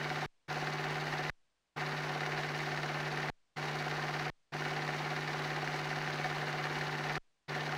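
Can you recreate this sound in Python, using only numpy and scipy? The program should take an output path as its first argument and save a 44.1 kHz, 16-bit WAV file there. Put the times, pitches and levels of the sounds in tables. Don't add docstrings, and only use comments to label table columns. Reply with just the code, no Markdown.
import sys
import numpy as np
from scipy import signal
from scipy.fft import rfft, irfft, next_fast_len
from scipy.io import wavfile

SR = 44100
rng = np.random.default_rng(int(sys.argv[2]) if len(sys.argv) > 2 else 0)


def wav_out(sig):
    wavfile.write(sys.argv[1], SR, np.round(np.clip(np.atleast_2d(sig).T, -1, 1) * 32767).astype(np.int16))


def gain_from_db(level_db):
    decades = np.asarray(level_db, float) / 20
    return 10 ** decades


N = 342657
FRAME_HZ = 17.585


def rms_one(x):
    return x / np.sqrt(np.mean(x ** 2) + 1e-20)


def shaped(x, spectrum):
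    hz, db = np.transpose(spectrum)
    size = next_fast_len(N)
    bin_hz = np.fft.rfftfreq(size, 1 / SR) + 1
    gain = gain_from_db(np.interp(np.log(bin_hz), np.log(hz), db))
    return rms_one(irfft(rfft(x, size) * gain, size)[:N])


def drift(rate_hz):
    r = np.exp(-80 * np.pi * rate_hz / SR)
    noise = rng.standard_normal(N // 40 + 2002)
    slow = signal.lfilter([1], [1, -2 * r, r * r], noise)[2000:]
    return np.interp(np.arange(N) / 40, np.arange(len(slow)), rms_one(slow))


def ring(clicks, hz, width_hz):
    r = np.exp(-np.pi * width_hz / SR)
    w = 2 * np.pi * hz / SR
    return signal.lfilter([0, np.sin(w)], [1, -2 * r * np.cos(w), r * r], clicks + 1e-18)


def body(clicks, modes):
    return sum(gain_from_db(db) * (-1) ** k * ring(clicks, hz, width) for k, (hz, width, db) in enumerate(modes))


def strikes(contacts, jitter_s, spread_db):
    ms, level_db = np.transpose(contacts)
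    start = np.arange(-1, int(N / SR * FRAME_HZ) + 1)[:, None] / FRAME_HZ
    at = start + ms / 1000 + jitter_s * rng.standard_normal((len(start), len(ms)))
    height = gain_from_db(level_db + spread_db * rng.standard_normal(at.shape))
    clicks = np.zeros(N + 2 * SR)
    np.add.at(clicks, (at * SR).astype(int), height)
    return clicks[:N]


def tones(lines, waver_db, wander):
    t = np.arange(N) / SR
    total = np.zeros(N)
    for hz, db in lines:
        level = np.sqrt(2) * gain_from_db(db + waver_db * drift(6.8))
        phase = 2 * np.pi * (hz * t + rng.random()) + wander * drift(1.5)
        total = total + level * np.sin(phase)
    return total


def rattle(clicks, swell, grain_db):
    rise, fall = np.exp(-1 / (0.0012 * SR)), np.exp(-1 / (0.0029 * SR))
    after = signal.lfilter([1], np.convolve([1, -rise], [1, -fall]), np.sqrt(clicks))
    grains = rng.standard_normal(N) * gain_from_db(grain_db * drift(130))
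    return grains * (1 + swell * after / np.mean(after))


# f/Hz, level/dB rms
HUM = [(50.0, -76.5), (99.97, -70), (149.96, -44), (249.93, -55), (299.9, -73), (349.9, -57.5),
       (449.9, -62.5), (549.8, -62.5)]
# f/Hz, level/dB rms
ROTOR = [(225.4, -66), (285.3, -66), (660.1, -64), (664.8, -62), (812.9, -63), (855.3, -57.5)]


def motor():
    return tones(HUM, waver_db=0.1, wander=0.045) + tones(ROTOR, waver_db=-1.5, wander=0.66)


# f/Hz, level/dB per Hz
FAN = [(15, -37.5), (25, -15.5), (110, -21), (200, -11.5), (300, -15), (400, -7), (520, -9), (750, -4),
       (1000, -5), (1500, -7.5), (2000, -5), (2400, -11), (3200, -18.5), (6000, -47.5)]


def fan(clicks):
    return gain_from_db(-42 + 0.5 * drift(6.4)) * shaped(rattle(clicks, swell=0.17, grain_db=0.7), FAN)


# f/Hz, level/dB per Hz
GEARS = [(1760, -27), (3000, -1.5), (3500, -6.5), (3800, -2.5), (4550, -2), (5050, -6.5), (6270, -8),
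         (7010, -15), (9060, -23.5), (10200, -20.5), (12200, -33), (14000, -21), (15800, -28.5)]


def gears(clicks):
    return gain_from_db(-52.5 + 0.24 * drift(4.1)) * shaped(rattle(clicks, swell=0.2, grain_db=2.0), GEARS)


# f/Hz, level/dB per Hz
LINE_HISS = [(18, -30.5), (30, -1), (76, -8), (279, -6.5), (1110, -8.5), (2500, -8.5), (5000, -12.5),
             (8500, -17.5), (10500, -27.5), (16000, -54)]
# f/Hz, level/dB rms
LINE_HUM = [(49.99, -96), (149.96, -101), (499.9, -105), (599.8, -105), (699.8, -103), (799.8, -104),
            (999.7, -104), (1099.7, -104), (1599.6, -104)]


def line_noise(sink_db):
    hiss = gain_from_db(-82 + sink_db) * shaped(rng.standard_normal(N), LINE_HISS)
    return hiss + tones(LINE_HUM, waver_db=-1.5, wander=0.1)


# f/Hz, level/dB per Hz
SIDE_HISS = [(1200, -50.5), (2600, 6.5), (5500, -4), (9000, -21.5), (13000, -22), (16000, -37.5)]


def side_hiss(gain):
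    side = gain_from_db(-74.5) * gain * shaped(rng.standard_normal(N), SIDE_HISS)
    return side * [[1], [-1]]


# t/ms, level/dB
KNOCK = [
    (0.3, -43.5),
]
# f/Hz, width/Hz, level/dB
BASE = [(334.1, 7, -8.5), (369.3, 9, -13), (386.9, 7, -4), (457.2, 9, -12), (615.5, 9, -12.5)]
# f/Hz, width/Hz, level/dB
HOUSING = [(1371.6, 14, -6), (1406.8, 14, -7), (1442, 14, -7), (1705.7, 14, -9)]
# t/ms, level/dB
PUSHES = [
    (48.5, -39.5),
]
# f/Hz, width/Hz, level/dB
CASING = [(519, 56, -12.5), (609.4, 44, -13.5), (745.7, 63.7, 1), (906, 45, -15.5), (1020, 50, -13.5)]


def casing():
    knock = strikes(KNOCK, jitter_s=0.00002, spread_db=-1.0)
    base = sum(gain_from_db(db) * ring(knock, hz, width) for hz, width, db in BASE)
    pushes = strikes(PUSHES, jitter_s=0.00004, spread_db=1.6)
    swell = np.zeros(N)
    for k, (hz, width, db) in enumerate(CASING):
        slow = pushes
        for _ in range(3):
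            slow = ring(slow, hz, width)
        peak_to_one = 2 * (np.e * np.pi * width / SR) ** 2
        swell = swell + gain_from_db(db) * (-1) ** k * peak_to_one * slow
    return swell + base + body(knock, HOUSING)


# t/ms, level/dB
CONTACTS = [(0.5, -45.5), (7.5, -58.5), (13.5, -47.5), (16.5, -49.5), (24.0, -64.5), (31.0, -55),
            (37.0, -48.5), (45.5, -44.5), (49.0, -46), (53.0, -47.5)]
# f/Hz, width/Hz, level/dB
GATE = [(1871, 160, 8), (1930, 180, -2.5), (2249, 60, -2.5), (2856, 130, 0), (6060, 150, -20.5)]
# t/ms, level/dB
LOOSE_BLOWS = [
    (15.5, -40.5),
    (46.0, -33.5),
]
# t/s, level/dB
CLACKS = [(0.1022, -30), (0.1598, -31), (0.6722, -26), (1.2964, -25.5), (2.0941, -30), (2.2078, -25.5),
          (2.377, -29), (2.8323, -30), (3.0022, -31), (3.1738, -30), (3.201, -29), (3.286, -30),
          (3.6842, -29), (4.197, -30), (5.166, -30), (5.3009, -30), (5.676, -25.5), (6.2439, -28.5),
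          (6.8116, -25.5), (7.097, -30), (7.1545, -30), (7.551, -31), (7.7244, -30)]
# f/Hz, width/Hz, level/dB
BLOW = [(1760, 330, 3), (2500, 600, -8), (4400, 900, -14)]
# t/ms, level/dB
TICKS = [(2.8, -55), (33.5, -47), (37.5, -50), (43.2, -43), (46.0, -46), (49.0, -47.5)]
# f/Hz, width/Hz, level/dB
TIP = [(3710, 350, 4), (4220, 93, -4.5), (4655, 120, -4), (5550, 120, -10)]


def gate():
    clicks = strikes(CONTACTS, jitter_s=0.0005, spread_db=3.5)
    slaps = strikes(LOOSE_BLOWS, jitter_s=0.0012, spread_db=3.0)
    s, clack_db = np.transpose(CLACKS)
    slaps[(s * SR).astype(int)] = gain_from_db(clack_db + 1.3)
    ticks = strikes(TICKS, jitter_s=0.00015, spread_db=1.8)
    soften = signal.butter(2, 5000, fs=SR, output="sos")
    soft_slaps = signal.sosfilt(soften, slaps + 1e-18)
    ringing = body(clicks, GATE) + body(soft_slaps, BLOW) + body(ticks + 0.1 * clicks, TIP)
    return clicks + 0.21 * slaps, ringing


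TEETH_DB = [-34.5, -41, -34, -44, -44.5, -63, -38, -48.5]
# f/Hz, width/Hz, level/dB
COVER = [(1290, 150, -17.5), (1408, 87, -7), (1570, 100, -6)]


def gear_cover():
    first_ms = 0.74
    ms = first_ms + 1000 * np.arange(len(TEETH_DB)) / len(TEETH_DB) / FRAME_HZ
    return body(strikes(list(zip(ms, TEETH_DB)), jitter_s=0.00002, spread_db=3.5), COVER)


def room(x):
    t60_s, level_db = 0.22, -9
    t = np.arange(int(0.25 * SR)) / SR
    tail = rng.standard_normal(len(t)) * gain_from_db(-60 * t / t60_s) * (t > 0.002)
    tail = tail / np.sqrt(np.sum(tail ** 2))
    return x + gain_from_db(level_db) * signal.fftconvolve(x, tail)[:N]


# off t/s, on t/s, voltage step at the cut (full scale 1)
MUTES = [
    (.2611, .480, -.0082),
    (1.3009, 1.760, -.0114),
    (3.3008, 3.560, -.0104),
    (4.3004, 4.520, -.0081),
    (7.1802, 7.480, -.0089),
]


def muting():
    leak_db, leak_db_per_s, return_s = -40, -900, 0.0091
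    t, gain, jolt = np.arange(N) / SR, np.ones(N), np.zeros(N)
    for off, on, step in MUTES:
        leak = gain_from_db(leak_db + leak_db_per_s * np.maximum(t - off, 0))
        back = 1 - np.exp(-np.maximum(t - on, 0) / return_s)
        gain = gain * np.where(t < off, 1, np.maximum(leak, back))
        jolt = jolt + step * (t >= off - 0.001)
    edge = np.hanning(14)
    edge = edge / edge.sum()
    return np.convolve(gain, edge, "same"), np.convolve(jolt, edge)[:N]


def after_cuts():
    t, sag, sink_db = np.arange(N) / SR, np.zeros(N), np.zeros(N)
    for off, on, step in MUTES:
        late = np.maximum(t - off, 0) / 0.14
        sag = sag + 0.013 * step * late ** 3 * np.exp(3 * (1 - late))
        sink_db = np.where(t > off, -7.5 * np.minimum(t - off, on - off), sink_db)
    return sag, sink_db


COUPLING_HZ = [16.8, 4.85, 4.85, 4.85]


def coupling(line):
    for corner_hz in COUPLING_HZ:
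        line = signal.lfilter([1, -1], [1, -np.exp(-2 * np.pi * corner_hz / SR)], line)
    return line


def scene():
    clicks, claw = gate()
    mono = room(claw + fan(clicks) + gears(clicks))
    mono = mono + casing() + gear_cover() + motor()
    return np.array([mono, mono])


def low_pass(x):
    return signal.sosfilt(signal.butter(12, 16040, fs=SR, output="sos"), x)


def record(dry):
    gain, jolt = muting()
    sag, sink_db = after_cuts()
    line = coupling(dry * gain + jolt)
    mix = line + sag + line_noise(sink_db) + side_hiss(gain)
    top_cut = signal.cheby2(14, 40, 16190, fs=SR, output="sos")
    return low_pass(signal.sosfilt(top_cut, mix))


dry = scene()
out = record(dry)
wav_out(out)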